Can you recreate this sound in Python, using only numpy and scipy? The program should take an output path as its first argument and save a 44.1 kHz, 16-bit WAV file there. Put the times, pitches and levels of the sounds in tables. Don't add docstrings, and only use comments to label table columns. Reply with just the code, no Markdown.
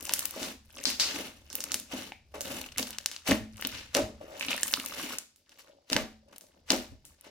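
import sys
import numpy as np
from scipy import signal
from scipy.fft import rfft, irfft
from scipy.io import wavfile

SR = 44100
rng = np.random.default_rng(int(sys.argv[2]) if len(sys.argv) > 2 else 0)


def to_wav(sig):
    pcm = np.clip(np.atleast_2d(sig), -1, 1) * 32767
    pcm = np.round(pcm).astype(np.int16)
    wavfile.write(sys.argv[1], SR, pcm.T)


N = 322194


def amp(db):
    return 10 ** (np.asarray(db) / 20)


def evened(x):
    return x / np.sqrt(np.mean(x ** 2) + 1e-20)


def read(points, hz):
    f, value = np.transpose(points)
    return np.interp(np.log(hz + 1), np.log(f + 1), value)


def add(mix, start_s, sound):
    part = mix[:, max(round(start_s * SR), 0):][:, :sound.shape[-1]]
    part += sound[..., :part.shape[1]]


# freq_hz, correlation (0 to 1)
LIKENESS = [(30, 0.92), (70, 0.93), (250, 1), (550, 0.86), (1000, 0), (2000, 0.92), (4000, 0.32),
            (16000, 0)]


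def diffuse(colour, size):
    hz = np.fft.rfftfreq(size, 1 / SR)
    left, other = rfft(rng.standard_normal((2, size)))
    same = read(LIKENESS, hz)
    right = same * left + np.sqrt(1 - same ** 2) * other
    return evened(irfft(np.array([left, right]) * amp(read(colour, hz)), size))


# freq_hz, relative_level_db
HISS_COLOUR = [(20, -3), (150, -3), (400, 4), (1000, -18), (5000, 3), (11000, -20), (16000, -20.5)]


def hiss():
    return amp(-76.5) * diffuse(HISS_COLOUR, N)


def stroke(t, start_s, hold_s, rise_s, fade_s):
    before = (start_s - t) / rise_s
    after = (t - start_s - hold_s) / fade_s
    return amp(-20 * np.maximum(before, after).clip(0, 10))


# start_s, hold_s, relative_level_db
LEANS = [(0, 1.48, -70.5), (1.788, 0.41, -70), (2.45, 0.46, -65.5), (3.503, .7, -67), (4.5, 0.46, -74),
         (6.845, .1, -69.5)]
LEAN_RISE_S, LEAN_FADE_S, STILL_DB = 0.43, 0.32, -88.5
# freq_hz, relative_level_db (per Hz)
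RUMBLE_COLOUR = [(15, -9.5), (35, -1.5), (55, -1.5), (75, 9), (105, -6.5), (130, -3.5), (250, -28.5),
                 (600, -23), (2000, -70.5)]
SHUDDER_BASE_DB, SHUDDER_DB_PER_DB = -57.5, .3
SHUDDER_RISE_S, SHUDDER_FADE_S = 0.087, 0.26


def tremble():
    t = np.arange(N) / SR
    shakes = [amp(db) * stroke(t, s, hold_s, LEAN_RISE_S, LEAN_FADE_S) for s, hold_s, db in LEANS]
    for s, push_db in PUSHES:
        level = amp(SHUDDER_BASE_DB + SHUDDER_DB_PER_DB * push_db)
        shakes.append(level * stroke(t, s + SHUDDER_RISE_S, 0, SHUDDER_RISE_S, SHUDDER_FADE_S))
    force = np.hypot(np.linalg.norm(shakes, axis=0), amp(STILL_DB))
    return amp(8.5) * force * diffuse(RUMBLE_COLOUR, N)


# start_s, hold_s, relative_level_db, large_bubbles_db, tiny_bubbles_db (both re level)
SQUEEZES = [(0.058, .14, -46, -4, -0.5), (0.772, 0.2, -50.5, -5, -4.5), (1.547, 0.18, -50, -3, -9),
            (2.792, 0.14, -50, -7, -10.5), (3.078, 0.06, -52, -11, -17), (3.597, 0.11, -51, -10.5, -15),
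            (4.415, 0.11, -48, -4, -4.5), (4.595, .2, -45, -11, -1.5), (4.86, 0.053, -51, -5, -5.5),
            (5.511, 0.17, -65.5, -7, -15.5), (6.301, 0.29, -74.5, 9.5, -7), (7.041, 0.1, -75.5, 2.5, -6)]
SQUEEZE_RISE_S, SQUEEZE_FADE_S, SQUEEZE_BURSTS_PER_S = 0.094, .14, 22
# start_s, hold_s, fade_s, relative_level_db, large_bubbles_db, tiny_bubbles_db (both re level)
PULLS = [(0.423, 0.083, 0.047, -43.5, 0.5, -8), (1.036, 0.086, 0.076, -42, -7, -24.5),
         (1.168, 0.027, 0.18, -41.5, -1.5, -10), (1.98, .045, 0.093, -43.5, -3, -10.5),
         (2.47, 0.094, 0.13, -42, 1, -7), (3.743, 0.016, 0.21, -44.5, -12.5, -20),
         (4.999, 0.13, 0.081, -39.5, -5.5, -9.5), (7.274, .03, .1, -59.5, -7.5, -34.5)]
PULL_RISE_S, PULL_BURSTS_PER_S = 0.1, 330
# start_s, relative_level_db
SLUMPS = [(3.38, -49.5), (4.07, -48.5), (6.02, -47), (6.82, -55)]
SLUMP_RISE_S, SLUMP_HOLD_S, SLUMP_FADE_S, SLUMP_BURSTS_PER_S = 0.031, 0.014, .08, 90
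# large_db, middle_db, tiny_db (relative)
RESTING_DB = [-80, -85.5, -97]


def kneading(t):
    moves = []
    for s, hold_s, db, large_db, tiny_db in SQUEEZES:
        gain = stroke(t, s, hold_s, SQUEEZE_RISE_S, SQUEEZE_FADE_S)
        moves.append((gain, amp([db + large_db, db, db + tiny_db]), SQUEEZE_BURSTS_PER_S))
    for s, hold_s, fade_s, db, large_db, tiny_db in PULLS:
        gain = stroke(t, s, hold_s, PULL_RISE_S, fade_s)
        moves.append((gain, amp([db + large_db, db, db + tiny_db]), PULL_BURSTS_PER_S))
    for s, db in SLUMPS:
        gain = stroke(t, s, SLUMP_HOLD_S, SLUMP_RISE_S, SLUMP_FADE_S)
        moves.append((gain, [amp(db), 0, 0], SLUMP_BURSTS_PER_S))
    moves.append((np.ones(len(t)), amp(RESTING_DB), SQUEEZE_BURSTS_PER_S))
    power = np.array([np.outer(sizes, gain) ** 2 for gain, sizes, _ in moves])
    share = power.sum(axis=1) / power.sum(axis=(0, 1))
    bursts_per_s = np.exp(np.log([rate for *_, rate in moves]) @ share)
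    return 10 * np.log10(power.sum(axis=0)), bursts_per_s


def bubble(hz, q, pan_db, lag, snap_db=-9, soft=1.58, size=1024):
    f = np.fft.rfftfreq(size, 1 / SR)
    ring = 1 / (1 + 1j * q * (f / hz - hz / (f + 1)))
    snap = 1j * f / (1j * f + 0.27 * hz) / (1 + 1j * f / hz)
    z = ring / np.linalg.norm(ring) + amp(snap_db) * snap / np.linalg.norm(snap)
    u = f / (soft * hz)
    z /= 1 + 1.4j * u - u ** 2
    delay = 8 + np.array([[-lag], [lag]]) / 2
    pair = irfft(z * np.exp(-2j * np.pi * f * delay / SR)) * amp([[pan_db / 2], [-pan_db / 2]])
    return pair / np.sqrt(np.sum(pair ** 2) / 2)


def swarm(hz, per_s, spread_db, q=4.7):
    rate = per_s * np.ones(N)
    at = np.flatnonzero(rng.random(N) < rate / SR)
    chance = rng.random(len(at)) * 2 - 1
    strength = amp(spread_db * np.minimum(-np.log(abs(chance) + 1e-9), 3))
    bursts = np.zeros(N)
    bursts[at] = np.sign(chance) * strength / np.sqrt(rate[at])
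    grain = bubble(hz, q, rng.normal(.8, 1.0), rng.normal(0, 7.3), snap_db=-15.0)
    return evened(signal.oaconvolve(bursts[None], grain, axes=1)[:, :N])


# pitch_hz, relative_level_db
CRACKLE_COLOUR = [(170, -12), (250, 0.5), (400, -6), (600, 1), (950, -3), (1600, -3), (2800, 3), (4800, -1),
                  (7500, 2.5), (11000, 8), (15500, 0.5)]
CLUMP_DB, CLUMP_S = 3.5, .012


def crackle(count=42):
    t, out = np.arange(N) / SR, np.zeros((2, N))
    control_t = t[::128]
    levels, rate = kneading(control_t)
    per_s = np.interp(t, control_t, rate)
    keep = np.exp(-control_t[1] / CLUMP_S)
    surge = signal.lfilter([1], [1, -keep], rng.standard_normal(len(control_t)))
    levels = levels + CLUMP_DB * evened(surge)
    size_weights = [1, 0, 0, 0], [0, 1, 1, 0], [0, 0, 0, 1]
    corners = np.log([650, 1400, 5500, 10500])
    for k, hz in enumerate(np.geomspace(180, 15000, count)):
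        shares = [np.interp(np.log(hz), corners, weights) for weights in size_weights]
        level_db = np.interp(t, control_t, np.dot(shares, levels))
        bubbles = swarm(hz, per_s, spread_db=4., q=(2.2, 5.5)[k % 2])
        out += amp(level_db + read(CRACKLE_COLOUR, hz) - 13.0) * bubbles
    return out


def blips(count=240, energy_db=23, spread_db=4):
    out, draws = np.zeros((2, N)), rng.random((count, 5))
    times = draws[:, 0] * N / SR
    (_, middle_db, _), rates = kneading(times)
    for s, level_db, rate, (_, pitch, length, size, side) in zip(times, middle_db, rates, draws):
        slow = (15 / max(rate, 15)) ** 0.35
        db = energy_db + level_db + spread_db * (2 * size - 1)
        offset = 8 * (side - .5)
        out_pair = bubble(950 * 4.2 ** pitch, 5 + 8 * length, offset, offset, snap_db=-24)
        add(out, s, amp(db) * slow * out_pair)
    return out


# start_s, relative_energy_db, pitch_hz, q, left_right_db, extra_room_db
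POPS = [(.0088, -17.5, 9000, 0.69, 8, -8), (.0535, -13, 6700, .7, 14.5, -1.5),
        (0.0707, -15.5, 7070, 0.66, 2, -4), (.0942, -4, 4030, .7, 0, 2.5),
        (0.1236, -14.5, 5300, 4, 1.5, 18.5), (0.1369, 6.5, 9050, 1, -1.5, 1),
        (0.1931, -1, 9300, .9, 0, 3.5), (.207, -13, 9400, 1, -4, -13), (0.2553, 1.5, 13100, 1.1, 7, -0.5),
        (0.3096, -11.5, 9600, 1.2, -2, -11), (0.4303, -8, 5160, .8, 0.5, 10.5),
        (.839, -9.5, 6560, 3, 10, -14.5), (0.8547, 4.5, 4470, 4, 4, 9.5),
        (0.8704, -10.5, 5100, 3, -1.5, 23), (.9121, -11.5, 6320, .9, 8, -8),
        (0.9987, 3.5, 4700, 2.9, 1, 17), (1.0028, -11, 4900, 5.4, 4, 7.5), (1.502, -19, 5530, 5.6, -1, 13),
        (1.529, -14, 7100, 1.5, -5, 9), (1.5538, -0.5, 13000, 1.5, -2.5, 2),
        (1.6054, -8, 6100, 2.6, -1, 9.5), (1.64, -5, 7600, .7, 2, -7), (1.719, -1.5, 6670, 1.3, -3, 6),
        (1.7432, 2.5, 6960, .65, 2, 2.5), (1.799, -11, 9000, 2.4, -1, 0), (2.121, -14.5, 2330, 5.4, 1, 4.5),
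        (2.4085, -6, 9100, .7, -3, 6), (2.4156, -10.5, 6600, 4, 3, 6), (2.7764, -13, 8800, .55, -0.5, 8),
        (2.7824, 0.5, 7200, 1.3, -3, 4.5), (2.796, -8, 9100, .4, -0.5, 8), (2.8282, -8, 4800, 3.3, 6, 0.5),
        (2.907, -12, 12300, .4, 0, -2.5), (2.9852, -5.5, 5440, .9, 1.5, -3.5),
        (3.06, 3, 5530, 1.4, 2, -1.5), (3.115, -12.5, 5300, .7, 0.5, 11), (3.164, -11, 4300, 2, 1, -3),
        (3.278, -7, 3780, .4, 0.5, 11.5), (3.311, 0.5, 4000, 1.4, 4, -8.5), (3.57, -25.5, 7800, 1.2, 5, 11),
        (3.612, -13.5, 13000, 1.4, 10, 7), (3.6243, -9.5, 3200, .7, -2, 1.5),
        (3.6499, -1.5, 3570, 3.3, 2, 1), (3.6715, -3, 12450, 2.6, 0, -4), (3.945, -10.5, 6100, 2, 11, 8),
        (3.9497, 5, 4840, .9, -1.5, 3), (3.9687, -2.5, 6400, 1, 2, -4.5), (4.3967, -13.5, 6900, 1, 0, 11.5),
        (4.41, -4, 2430, 4.4, -6.5, 9), (4.4263, -9, 3240, .5, 6.5, 5.5), (4.4492, -11, 3940, .7, -1.5, 6),
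        (4.485, -6, 3100, 2.6, -0.5, 14.5), (4.507, -10, 4450, 2, 18.5, -12),
        (4.5195, -8.5, 3300, 1.3, -3, 14), (4.5783, -14, 4940, 1.2, 1, 10),
        (4.6326, 5.5, 7660, 4.3, -4.5, 1), (4.681, -7, 13000, 1, 8, 6), (4.7383, 8, 4170, 2.1, -3.5, -2),
        (4.861, -6, 9600, 1, 5, 2), (4.885, -15, 12500, 1.6, 3, 5), (4.939, -16, 4200, 1.4, -5, -4.5),
        (4.998, -18, 4400, .5, 0.5, -2), (5.1854, -4, 7200, 1.9, -0.5, 0),
        (5.361, -33.5, 8860, 0.85, -0.5, 10), (5.494, -30.5, 4950, 0.9, 0, 6),
        (5.9008, -9.5, 4500, 1.3, 1.5, -6.5), (5.9243, -6, 4550, 1, -5, -3),
        (5.931, 5, 4400, 2.1, -1, -0.5), (5.9653, 5, 3560, .5, -2.5, -2),
        (6.286, -47, 4540, 0.77, -1, -3.5), (6.3824, -18.5, 12200, 1.6, 4, -2.5),
        (6.41, -23.5, 7830, 1.2, 0, 9), (6.7043, 10.5, 4470, 2.4, 0, -2), (6.7198, 0.5, 6450, 2.2, 2, -1.5),
        (7.0524, -23.5, 8300, 1.5, 1, 12), (7.211, -25, 9800, 4.5, 4, -4)]


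def pops():
    near, far = np.zeros((2, 2, N))
    lags = rng.normal(0, 2.59, len(POPS))
    for (s, db, hz, q, pan_db, room_db), lag in zip(POPS, lags):
        pop = amp(db - 4.5) * bubble(hz, q, pan_db, lag)
        start_s = s - 8 / SR
        add(near, start_s, pop)
        add(far, start_s, pop * amp(room_db))
    return near, far


def nearby(x, scatter_db=-8, scatter_t60_s=0.014, fold_db=-7, fold_t60_s=0.0081, bounce_db=-17, bounce_s=0.0034):
    t, taps = np.arange(2048) / SR, np.zeros((2, 2048))
    highpass = signal.butter(2, 3200, "high", fs=SR, output="sos")
    for db, t60_s in [(fold_db, fold_t60_s), (scatter_db, scatter_t60_s)]:
        echoes = diffuse([(100, 0.017), (16000, 0.016)], size=2048)
        echoes = echoes * amp(-60 * t / t60_s) * (t > .0002)
        echoes = signal.sosfilt(highpass, echoes)
        taps += amp(db) * echoes / np.linalg.norm(echoes[0])
    taps[:, round(bounce_s * SR)] += amp(bounce_db)
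    return x + signal.oaconvolve(x, taps, axes=1)[:, :N]


# freq_hz, t60_s
ROOM_T60 = [(150, 0.32), (400, 0.28), (1000, 0.32), (2800, 0.35), (7000, .36), (15000, 0.23)]
# freq_hz, relative_level_db
ROOM_COLOUR = [(60, 7), (160, -5), (240, 4), (400, -4.5), (570, -2), (1000, -5), (2500, -4), (5000, -3.5),
               (9000, -4.5), (16000, 0.5)]


def room(x):
    noise = diffuse([(100, 0.0059), (16000, 0.015)], size=SR)
    hz, t, z = signal.stft(noise, SR, nperseg=256)
    z = z * amp(-60 * t / read(ROOM_T60, hz)[:, None])
    tail = signal.istft(z, SR, nperseg=256)[1][:, :SR]
    tail *= 1 - np.exp(-np.arange(SR) / SR / 0.0027)
    tail /= np.linalg.norm(tail[0])
    colour = amp(read(ROOM_COLOUR, np.arange(SR // 2 + 1)))
    tail = irfft(rfft(tail) * colour)[:, :SR * 3 // 4]
    return signal.oaconvolve(x, tail, axes=1)[:, :N]


# freq_hz, relative_level_db, t60_s
MODES = [(218.5, -7, 0.58), (256, -1.5, 0.28), (342.5, -3.5, 0.072), (429, -8.5, 0.22), (574.4, 5, 0.084),
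         (630, -1, .25), (760, -11.5, 0.35)]


def standing(x, modes_db=-30):
    t = np.arange(SR // 2) / SR
    ring = np.zeros(len(t))
    for hz, db, t60_s in MODES:
        mode = amp(-60 * t / t60_s) * np.sin(2 * np.pi * hz * t)
        ring += amp(modes_db + db) * mode / np.linalg.norm(mode)
    return signal.oaconvolve(x, ring[None], axes=1)[:, :N]


# start_s, relative_energy_db, pitch_hz
GULPS = [(.081, -21, 800), (.095, -13, 1030), (.341, -22, 1100), (2.12, -15.5, 800), (2.641, -18, 2510),
         (2.688, -24, 2800), (2.761, -21.5, 2100), (3.318, 0.5, 1890), (3.624, -14.5, 1900),
         (4.411, -18, 2200), (4.484, -15, 2470), (4.43, -11.5, 2700), (4.508, -12.5, 3000),
         (4.516, -6.5, 2430), (4.53, -6, 2600), (4.545, -12, 670), (4.579, -10.5, 1850), (4.632, -6, 1780),
         (4.738, -32, 1200), (4.773, -13, 1250), (4.841, -18.5, 1160), (4.922, -15, 1250),
         (4.997, -14, 1150), (5.107, -15.5, 1050), (5.134, -18, 1330), (5.955, -20, 2050),
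         (5.964, -1.5, 1640), (5.973, -13, 850), (6.719, -10, 945)]
GULP_Q, GULP_ROOM_DB = 6.8, 1.5


def gulps():
    out = np.zeros((2, N))
    for (s, db, hz), (pan_db, lag) in zip(GULPS, rng.normal(0, 1.5, (len(GULPS), 2))):
        add(out, s, amp(db - 3) * bubble(hz, GULP_Q, pan_db, lag, snap_db=-12.5))
    return out


# start_s, relative_level_db, pitch_hz
PLOPS = [(0.361, -24, 412), (.415, -26.5, 330), (0.869, -26.5, 270), (1.184, -28, 288), (1.743, -31, 283),
         (1.934, -21, 263), (2.344, -31, 750), (2.794, -22.5, 252), (3.289, -14, 238), (3.311, -9, 231),
         (3.648, -26.5, 252), (3.951, -14, 516), (3.969, -14.5, 553), (3.986, -13, 323), (3.988, -21, 575),
         (4.02, -29.5, 324), (4.484, -29, 282), (4.52, -40.5, 296), (4.781, -30.5, 275), (5.035, -28, 300),
         (5.9, -34, 472), (5.916, -20.5, 247), (5.956, -18.5, 214), (5.965, -19, 574), (6.704, -14.5, 278),
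         (6.729, -13, 277), (6.919, -40.5, 250)]


def plops(pocket_t60_s=0.027, ring_db=-14, reach_octaves=1.0, slosh_db=-9, slosh_t60_s=0.071):
    t, out = np.arange(SR // 2) / SR, np.zeros((2, N))
    phases = rng.normal(0, 0.13, (len(MODES), 2, 1))
    slosh_colour = [(60, -42.0), (170, -19.0), (280, 3.5), (550, 0.5), (850, -2.5), (1500, -28.5), (5000, -67)]
    for s, db, hz in PLOPS:
        pocket = np.sin(2 * np.pi * hz * t) * amp(-60 * t / pocket_t60_s)
        slosh = diffuse(slosh_colour, size=len(t)) * amp(slosh_db - 60 * t / slosh_t60_s)
        ring = np.zeros((2, len(t)))
        for (mode_hz, mode_db, t60_s), phase in zip(MODES, phases):
            mode = amp(mode_db - 60 * t / t60_s) * np.sin(2 * np.pi * mode_hz * t + phase)
            ring += mode / (1 + (np.log2(mode_hz / hz) / reach_octaves) ** 2)
        opening = (pocket + slosh) * (1 - np.exp(-t / 0.0019))
        ringing = amp(ring_db) * ring * (1 - np.exp(-t / 0.0082))
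        add(out, s, amp(db - 2) * (opening + ringing))
    return out


# peak_s, relative_level_db, rise_s, fade_s (both to 1/e), centre_hz
SMACKS = [(.45, -40.5, 0.12, 0.018, 4000), (1.04, -38, 0.01, 0.083, 4860),
          (1.928, -38.5, 0.015, 0.024, 2660), (2.342, -40.5, 0.0012, 0.038, 850),
          (2.614, -31.5, 0.0011, 0.002, 5000), (2.663, -39.5, 0.0013, 0.0047, 2760),
          (2.721, -43.5, 0.0012, 0.0035, 6000), (2.795, -31, 0.0074, 0.0058, 2520),
          (3.283, -27.5, 0.013, 0.039, 3050), (3.314, -34, 0.0046, 0.023, 1720),
          (3.966, -28.5, 0.014, 0.035, 2020), (4.213, -61, .002, 0.033, 1800),
          (4.372, -51.5, 0.11, 0.066, 1900), (4.513, -29.5, 0.0077, 0.011, 2540),
          (4.543, -33, .003, 0.0041, 2000), (5.526, -58, 0.013, 0.0069, 3030),
          (5.59, -49.5, 0.0036, 0.022, 5050), (5.934, -32.5, 0.019, 0.019, 2970),
          (5.968, -34, 0.0026, 0.042, 1700), (6.33, -52.5, 0.0036, 0.011, 1990),
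          (6.362, -44.5, 0.0011, 0.0038, 4900), (6.467, -56, .001, .002, 6850),
          (6.718, -30, 0.017, 0.048, 3000), (7.245, -55.5, 0.0053, 0.012, 2440),
          (7.27, -57, 0.013, 0.021, 1980)]


def smacks(count=20, slope_db_per_octave=3.5):
    t, out = np.arange(N) / SR, np.zeros((2, N))
    pitches = np.geomspace(500, 13000, count)
    force = []
    for s, db, rise_s, fade_s, _ in SMACKS:
        before = ((s - t).clip(0) / rise_s) ** 1.3
        after = (t - s) / fade_s
        force.append(amp(db) * np.exp(-np.maximum(before, after).clip(0, 30)))
    octaves = abs(np.log2(pitches[:, None] / np.array(SMACKS)[:, -1]))
    colour = amp(-slope_db_per_octave * octaves)
    colour /= np.linalg.norm(colour, axis=0)
    for hz, level in zip(pitches, colour @ np.array(force)):
        out += level * swarm(hz, per_s=300, spread_db=3.5)
    return out


# start_s, hold_s, rise_s, level_db
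SLIDES = [(2.351, .01, 0.01, -56), (2.39, .02, 0.033, -48.5), (4.214, 0.00385, 0.0063, -46.5),
          (4.287, .06, 0.064, -48), (5.702, 0.093, 0.19, -65), (6.32, 0.015, 0.14, -63.5),
          (6.668, .03, .15, -73), (7.27, 0.0094, 0.04, -53.5)]
SLIDE_FADE_S = 0.088
# pitch_hz, q, relative_level_db
FOLDS = [(590, 8.4, 1.5), (700, 2.6, -4), (450, 2, -4)]


def gurgle():
    t = np.arange(N) / SR
    drag = sum(amp(db) * stroke(t, s, hold_s, rise_s, SLIDE_FADE_S) for s, hold_s, rise_s, db in SLIDES)
    bubbling = sum(amp(db) * swarm(hz, per_s=160, spread_db=7.5, q=q) for hz, q, db in FOLDS)
    muffled = signal.sosfilt(signal.butter(2, 1500, fs=SR, output="sos"), bubbling)
    return drag * evened(muffled)


# peak_s, relative_level_db
PUSHES = [(3.319, -27), (3.418, -36), (3.552, -42), (3.745, -43.5), (4.036, -32.5), (4.172, -59.5),
          (5.956, -34), (6.019, -36), (6.785, -40), (6.925, -43)]
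# freq_hz, relative_level_db
TABLE_MODES = [(54, -9), (76, -31.5), (105, -6.5)]


def thumps(swell_s=0.022):
    t, out = np.arange(SR // 4) / SR, np.zeros((2, N))
    swelling = (t / swell_s) ** 2 * np.exp(2 - 2 * t / swell_s)
    count = len(TABLE_MODES)
    for s, db in PUSHES:
        phases = rng.uniform(0, 2 * np.pi, (count, 1, 1)) + rng.normal(0, 1.0, (count, 2, 1))
        ring = np.zeros((2, len(t)))
        for (hz, mode_db), phase in zip(TABLE_MODES, phases):
            ring += amp(mode_db) * np.sin(2 * np.pi * hz * t + phase)
        add(out, s - swell_s, amp(db) * swelling * ring)
    return out


def scene():
    near, far = pops()
    deep = gulps()
    near = near + deep
    far = far + amp(GULP_ROOM_DB) * deep
    fizz = crackle() + gurgle() + blips()
    rips, hollow = smacks(), plops()
    direct = nearby(amp(2.0) * near + fizz + rips) + hollow
    tail = room(amp(-5) * far + amp(-3) * fizz + amp(-7) * rips + amp(-2.0) * hollow)
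    resonance = standing(near + fizz + rips + amp(-14.5) * hollow)
    table = tremble() + thumps()
    return (direct + tail + resonance + table + hiss()) * amp([[.4], [-.4]])


EDGE_HZ = 16100


def record(dry):
    rounded = .95 * np.tanh(dry / .95)
    lowpass = signal.firwin(255, EDGE_HZ, window=("kaiser", 8), fs=SR)
    return signal.oaconvolve(rounded, lowpass[None], "same")


dry = scene()
out = record(dry)
to_wav(out)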